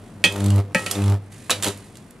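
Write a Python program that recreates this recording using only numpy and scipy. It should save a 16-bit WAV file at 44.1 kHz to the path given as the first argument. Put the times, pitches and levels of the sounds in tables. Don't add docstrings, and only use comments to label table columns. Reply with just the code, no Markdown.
import sys
import numpy as np
from scipy import signal
from scipy.fft import rfft, irfft
from scipy.io import wavfile
from scipy.ndimage import uniform_filter1d

SR = 44100
rng = np.random.default_rng(int(sys.argv[2]) if len(sys.argv) > 2 else 0)


def master_out(mix):
    frames = np.transpose(np.atleast_2d(mix))
    ceiling = np.clip(frames, -1, 1)
    pcm = np.round(ceiling * 32767).astype(np.int16)
    wavfile.write(sys.argv[1], SR, pcm)


def to_linear_factor(level_db):
    exponent = np.asarray(level_db, float) / 20
    return 10 ** exponent


N = 97020
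t = np.arange(N) / SR
PUFF_HZ = 99.84


def unit(x):
    return x / np.sqrt(np.mean(x ** 2))


def colour(x, table, share=1):
    hz = np.arange(x.shape[-1] // 2 + 1) * SR / x.shape[-1] + 1
    points_hz, points_db = np.array(table, float).T
    gain_db = np.interp(np.log(hz), np.log(points_hz + 1), points_db)
    return irfft(rfft(x) * to_linear_factor(share * gain_db), x.shape[-1])


def cut_low(x, order, hz):
    return signal.sosfilt(signal.butter(order, hz, "high", fs=SR, output="sos"), x)


def walk(rate_hz):
    hold = int(SR / rate_hz)
    steps = np.repeat(rng.standard_normal(N // hold + 1), hold)
    return unit(uniform_filter1d(steps, hold)[:N])


def grit(size, db):
    grain = np.minimum(rng.exponential(size=size), 5)
    return rng.standard_normal(size) * to_linear_factor(db * grain)


def add(out, at, x):
    i = int(at * SR)
    out[i:i + len(x)] += x[:N - i]


FLUTTER_DB, FLUTTER_S = 2.2, .005


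def ring(modes, u, most_s):
    hz, gain_db, t60 = np.array(modes).T[:, :, None]
    flutter = unit(uniform_filter1d(rng.standard_normal((len(hz), len(u))), int(FLUTTER_S * SR)))
    level_db = gain_db + FLUTTER_DB * flutter - 60 * u / np.minimum(t60, most_s)
    phase = rng.standard_normal((len(hz), 1))
    return (to_linear_factor(level_db) * np.sin(2 * np.pi * hz * u + phase)).sum(axis=0)


PUFF_AT_S, SKEW_RAD = .4888, .6
WOBBLE_DB, FOURTH_DB, THIRD_UNDER_DB = .25, -5.5, 11
EDGE_DB_OCT, EDGE_SCATTER_DB = -8.5, 3.2
ROAR_DB, ROAR_HZ = -1.5, 362
# t/s, hum level/dB, dullness [dB per overtone], restrike edge level/dB
ARC_COURSES = [
    [(.27, -38, -22, -53.5), (.358, -31.5, -2.5, -34.5), (.426, -20.5, -5.5, -39), (.47, -16.5, -5, -38.5),
     (.542, -13.5, -11.5, -38.5), (.598, -13.5, -18, -32.5), (.625, -25, -34, -47.5), (.67, -34, -17, -54),
     (.74, -41, -8, -49.5)],
    [(.8, -38, -10, -44), (.92, -46, -4.5, -42), (.984, -25.5, -0.5, -34), (1.046, -16.5, -9.5, -41),
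     (1.096, -14, -13, -34.5), (1.146, -15.5, -20, -36), (1.202, -33.5, -26, -59), (1.28, -41, -32, -67),
     (1.38, -48.5, -19, -61)],
    [(1.51, -55, -16, -45), (1.55, -45.5, -12, -46), (1.61, -34, -10, -44), (1.64, -43, -8, -45.5),
     (1.662, -37, 1.5, -28.5), (1.682, -27, 0.5, -33), (1.702, -32.5, -8, -36.5), (1.732, -43, -4, -51.5),
     (1.83, -42, -14, -59)],
    [(-.02, -38, -14, -62), (.025, -43, -16, -60), (.05, -46, -21, -67), (.11, -57, -20, -62.5),
     (.175, -39.5, -12, -63), (.215, -46, -11, -55.5), (.25, -47, -12, -59)],
]
ARC_LEADS = [0.000083, 0.000112, 0.00086, 0.0001]


def arc():
    out = np.zeros(N)
    turns = PUFF_HZ * (t - PUFF_AT_S)
    roar_band = signal.butter(1, [ROAR_HZ / 2, 2 * ROAR_HZ], "band", fs=SR, output="sos")
    roar = unit(signal.sosfilt(roar_band, grit(N, 5.2)))
    roar = roar * to_linear_factor(ROAR_DB) * (1 + .5 * np.sin(2 * np.pi * turns))
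    for course, early_s in zip(ARC_COURSES, ARC_LEADS):
        s, *levels = np.array(course).T
        levels[1] = np.minimum(levels[1], 3)
        hum, dull, edge = (uniform_filter1d(np.interp(t, s, c), size=900) for c in levels)
        fade = np.clip(np.minimum(t - s[0], s[-1] - t) / 0.011, 0, 1)
        out += fade * to_linear_factor(edge) * roar
        for k in range(1, 14):
            body_db = hum + dull * (k - 1) + FOURTH_DB * (k == 4) + WOBBLE_DB * walk(25)
            body = to_linear_factor(body_db) * (k < 5)
            top = np.minimum(edge, hum - THIRD_UNDER_DB) if k == 3 else edge
            thin_db = top - 2.5 + EDGE_DB_OCT * np.log2(k / 4) + EDGE_SCATTER_DB * walk(24.39)
            thin = to_linear_factor(thin_db) * (k > 2)
            smear = rng.standard_normal() * np.clip((k - 4) / 2, 0, 2)
            phase = 2 * np.pi * k * (turns + PUFF_HZ * early_s) + SKEW_RAD + smear
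            out += fade * np.hypot(body, thin) * np.sqrt(2) * np.sin(phase)
    return out


RING_MAX_S, PUSH_S = 0.46, .0003
CRACK_S, RATTLE_S, RATTLE_DB = 0.0038, 0.014, -7
# t/s, peak level/dB, ring share level/dB, struck spot [index], bench level/dB
BLOWS_ON_PLATE = [
    (0.2400, -3.5, 5.5, 0, -12.5),
    (0.2526, -12.5, -2, 1, -12),
    (0.7473, -13, 9, 1, -15.5),
    (0.7543, -22, -0.5, 3.5, -9),
    (0.8631, -15.5, -0.5, 4, -20.5),
    (1.4964, -15.5, 6, 2, -25),
    (1.5038, -20.5, 7.5, 3, -23),
    (1.512, -8, 0, 3, -19),
]
# f/Hz, level/dB, t60 [s]
PLATE_MODES = [
    [(502.5, -15, 0.22), (578, -13.5, 0.079), (887, -22, 0.15), (1890, -5.5, 0.17), (2337, -4.5, 0.1),
     (2543, -1, 0.19), (2640, -1, 0.052), (3025, -8.5, 0.092), (3160, -5.5, 0.19), (3220, -2.5, 0.16),
     (3440, -6.5, 0.16), (4120, -8.5, 0.09), (4460, -6.5, 0.074), (6220, -18, 0.18)],
    [(527.7, 0, 0.19), (587, 1.5, 0.096), (877, -3, 0.17), (1296, -6, 0.4), (1627, 1.5, 0.12),
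     (1772, 5, 0.098), (1895, 5, 0.21), (2298, 5, 0.08), (2532, 3.5, 0.17), (3060, -21, 0.15),
     (2050, -3.5, .04), (2540, -4, .04), (3950, -21, 0.072), (4700, -29, 0.19)],
    [(703, -8, 0.046), (1095, 4.5, 0.027), (1310, -3, 0.033), (1650, 1.5, 0.03), (2600, -2.5, 0.06)],
    [(508, -9.5, 0.23), (610, -0.5, 0.039), (740, -16, .1), (1323, -6.5, 0.11), (1810, -10, 0.11),
     (2370, -7, .045), (2800, -13, 0.035), (3260, -5.5, 0.078), (3472, -16, 0.16), (3770, 5, 0.068),
     (3970, 4, 0.11), (4550, -6.5, 0.13), (4800, -16, .07), (5870, -21, .07)],
    [(1330, -7, 0.22), (1884, -3, .12), (2220, -2, 0.06), (2520, 1, 0.066), (3040, -9, 0.25),
     (4500, -7, 0.067)],
]
# f/Hz, level/dB, t60 [s]
BENCH_MODES = [(103.4, -23.5, 0.78), (182.6, -7, 0.11), (242, -18, 0.15), (329, -20, 0.082)]
# f/Hz, level/dB
CRACK_COLOUR = [(150, -10), (600, -3), (1200, -14), (2600, -2.5), (5300, -19.5), (9000, -8.5),
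                (12000, -24.5), (16000, -38)]


def plate():
    clank, boom, u = np.zeros(N), np.zeros(N), t[:SR // 2]
    for at, db, ring_db, spot, bench_db in BLOWS_ON_PLATE:
        modes = ring(PLATE_MODES[round(spot)], u, RING_MAX_S)
        noise = unit(colour(grit(len(u), 3.8), CRACK_COLOUR))
        shape = np.exp(-u / CRACK_S) + to_linear_factor(RATTLE_DB) * np.exp(-u / RATTLE_S)
        add(clank, at, to_linear_factor(db) * 0.42 * noise * shape)
        push = 1 - np.exp(-u / PUSH_S)
        add(boom, at, to_linear_factor(db + ring_db) * modes / np.abs(modes).max() * push)
        add(boom, at, to_linear_factor(bench_db) * ring(BENCH_MODES, u, 1) * np.minimum(u / 0.0039, 1))
    return clank, boom


SNAP_S = .00005
# t/s, peak level/dB
DISCHARGES = [(0.2406, -9), (0.2499, 0), (.4612, -22), (.5032, -21), (0.7478, -7), (0.8633, -9),
              (0.9121, -6), (1.5042, -8), (1.5058, -2), (1.5123, -4)]


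def snaps():
    out, x = np.zeros(N), t[:64] / SNAP_S - 3
    for at, db in DISCHARGES:
        add(out, at - 3 * SNAP_S, to_linear_factor(db) * (1 - x ** 2) * np.exp(-x ** 2 / 2))
    return out


SPARK_DB, SPARK_GRIT_DB, SPARK_S, SPARK_LOW_HZ = -5.5, 2.5, 0.0017, 950
# t/s, peak level/dB, tilt [dB per octave]
SPARK_BURSTS = [(0.3224, -19, 7), (0.3608, -9.5, -3), (0.403, -12, -2), (0.4412, -15.5, 0),
                (0.4606, -12.5, 1), (0.482, -13, -3), (0.5026, -9, -1), (0.5591, -22.5, 3.5),
                (0.5814, -35, -13), (0.5994, -20, -8), (0.7921, -4, -4.3), (0.9117, -2, 5),
                (0.916, -12.5, 3), (0.9527, -5.5, -4), (1.018, -9, -6.3), (1.0388, -10, -2.5),
                (1.059, -16, -0.5), (1.0785, -11, -3), (1.0969, -18, 1), (1.7733, -28, 2.5),
                (1.954, -24, -1), (1.9695, -26.5, 2), (2.107, -30, 7)]
# t/s, peak level/dB, tilt [dB per octave]
SPUTTER_BURSTS = [(1.5044, 2.5, 0.1), (1.6242, -3.5, 0.23), (1.6324, -4, 0.18), (1.6434, -3.5, 0.11),
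                  (1.6525, -12, 0.091), (1.6643, -7, 0.1), (1.673, -8, 0.113), (1.6823, -7.5, 0.13)]
# f/Hz, level/dB
SPARK_COLOUR = [(180, 9), (300, 2), (1900, -1.5), (2360, -6.5), (3240, 0.5), (5430, -6.5), (7690, -1),
                (12700, -12), (16000, -31)]


def sparks():
    out, x = np.zeros(N), t[:4096] / SPARK_S
    for at, db, tilt_db in list(SPARK_BURSTS) + list(SPUTTER_BURSTS):
        tilt_db = np.clip(tilt_db, -4, 5)
        noise = colour(grit(len(x), SPARK_GRIT_DB), SPARK_COLOUR)
        noise = unit(colour(noise, [(500, -3 * tilt_db), (16000, 2 * tilt_db)]))
        add(out, at, to_linear_factor(db + SPARK_DB) * noise * x * np.exp(-x))
    return signal.lfilter(*signal.butter(1, SPARK_LOW_HZ, "high", fs=SR), out)


# t/s, peak level/dB, f/Hz, t60 [s]
BEADS = [(.9125, -30, 3590, .03), (.9525, -22.5, 3610, 0.024), (1.018, -29, 2600, .04),
         (1.079, -28.5, 5500, 0.021), (1.5052, -19.5, 6420, 0.062), (1.5052, -24, 7700, 0.033),
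         (1.6261, -25, 3160, 0.029), (1.6335, -18, 3630, 0.027), (1.6326, -17.5, 7670, 0.035),
         (1.644, -21.5, 4230, 0.051), (1.643, -21.5, 3290, 0.05), (1.664, -25, 3150, 0.033),
         (1.6824, -21, 3970, 0.033)]


def pings():
    out, u = np.zeros(N), t[:4096]
    for at, db, hz, t60 in BEADS:
        add(out, at, to_linear_factor(db) * ring([(hz, 0, t60)], u, 1) * np.minimum(u / 0.0011, 1))
    return out


HISS_GRIT_DB, HISS_PULSE = 1, 0.35
# t/s, level/dB
HISS_LEVEL = [(0, -57.5), (.23, -60), (.3, -42.5), (.6, -49), (.635, -70), (.74, -61.5), (.77, -40.5),
              (.95, -41), (1.14, -51.5), (1.17, -67), (1.295, -63), (1.32, -49.5), (1.49, -49.5),
              (1.625, -46.5), (1.64, -28.5), (1.7, -37.5), (1.735, -49), (2.2, -64.5)]
# f/Hz, level/dB
HISS_TONE = [(590, -9.5), (1000, -18), (2000, -6), (3200, -11.5), (4200, -11), (5500, -14), (9490, -9),
             (13800, -30), (16000, -56)]


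def hiss():
    throb = 1 + HISS_PULSE * np.cos(np.pi * PUFF_HZ * (t - .463))
    level_db = np.interp(t, *np.array(HISS_LEVEL).T) + 1.2 * walk(32)
    return to_linear_factor(level_db) * throb * unit(colour(grit(N, HISS_GRIT_DB), HISS_TONE))


SHED_DB, SHED_FADE_DB, SHED_WALK_DB = -43, -1.5, .8
# f/Hz, level/dB
SHED_COLOUR = [(20, -25), (38, -10), (58, -20), (105, -8.5), (200, -7.5), (400, -17.5), (1200, -27),
               (16000, -62)]


def shed():
    noise, out = rfft(rng.standard_normal(N)), 0
    octave = np.log2(np.arange(len(noise)) * SR / N + 1)
    for centre in np.arange(4, 15):
        band = irfft(noise * np.clip(1 - np.abs(octave - centre), 0, 1), N)
        out = out + to_linear_factor(SHED_WALK_DB * walk(10.8)) * band
    return unit(colour(out, SHED_COLOUR)) * to_linear_factor(SHED_DB + SHED_FADE_DB * t / t[-1])


ROOM_T60_S, ROOM_GAP_S, ROOM_TOP_HZ = 0.2, 0.0032, 6500


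def room(near):
    u = t[:SR // 2]
    tail = rng.standard_normal((2, len(u))) * to_linear_factor(-60 * u / ROOM_T60_S) * (u > ROOM_GAP_S)
    tail = signal.lfilter(*signal.butter(1, ROOM_TOP_HZ, fs=SR), tail)
    return [signal.fftconvolve(near, h / np.sqrt(np.sum(h ** 2)))[:N] for h in tail]


SMEAR_S, SIDE_ROOM_DB = .004, -7
# f/Hz, level/dB
SOURCE_WIDTH = [(30, -40), (90, -36), (160, -26), (350, -24), (1000, -18), (5000, -13), (10000, -9),
                (12500, -4)]
# f/Hz, level/dB
RUMBLE_WIDTH = [(20, -11), (50, -14), (100, -22), (400, -16), (3000, -6), (16000, -3)]


def sides(mid, apart):
    smear = rng.standard_normal(1024) * np.exp(-t[:1024] / SMEAR_S)
    smeared = signal.fftconvolve(mid, smear / np.sqrt(np.sum(smear ** 2)))[:N]
    side = colour(smeared, SOURCE_WIDTH)
    side = side + to_linear_factor(SIDE_ROOM_DB) * colour(apart, SOURCE_WIDTH, 0.85)
    return side + colour(shed(), RUMBLE_WIDTH)


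LOW_CUT_HZ, ROOM_DB = 290, -8.5


def scene():
    clank, boom = plate()
    near = cut_low(clank + snaps() + sparks() + hiss(), 2, LOW_CUT_HZ)
    wet, apart = room(near)
    mid = arc() + near + cut_low(boom, 2, 80) + pings() + to_linear_factor(ROOM_DB) * wet + shed()
    side = sides(mid, apart)
    return np.array([mid + side, mid - side])


def low_pass(x):
    return signal.sosfilt(signal.butter(12, 16520, fs=SR, output="sos"), x)


LEFT_LAG_S = .000011
# f/Hz, level/dB
PORT_DIFFERENCE = [(60, -1.65), (150, 0), (300, 2.6), (900, 1.5), (5000, -2.5), (8000, -5.5), (11000, -9.5),
                   (14000, -13.5)]
# f/Hz, level/dB
MIC_TREBLE = [(1000, 0), (13500, 0), (15000, -4), (16400, -10), (16600, -70)]


def record(dry):
    hz = np.arange(N // 2 + 1) * SR / N
    late = irfft(rfft(dry[0]) * np.exp(-2j * np.pi * hz * LEFT_LAG_S), N)
    ports = np.array([colour(late, PORT_DIFFERENCE, .5), colour(dry[1], PORT_DIFFERENCE, -.5)])
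    rounded = np.tanh(0.66 * ports) / 0.74
    return low_pass(colour(rounded, MIC_TREBLE))


dry = scene()
out = record(dry)
master_out(out)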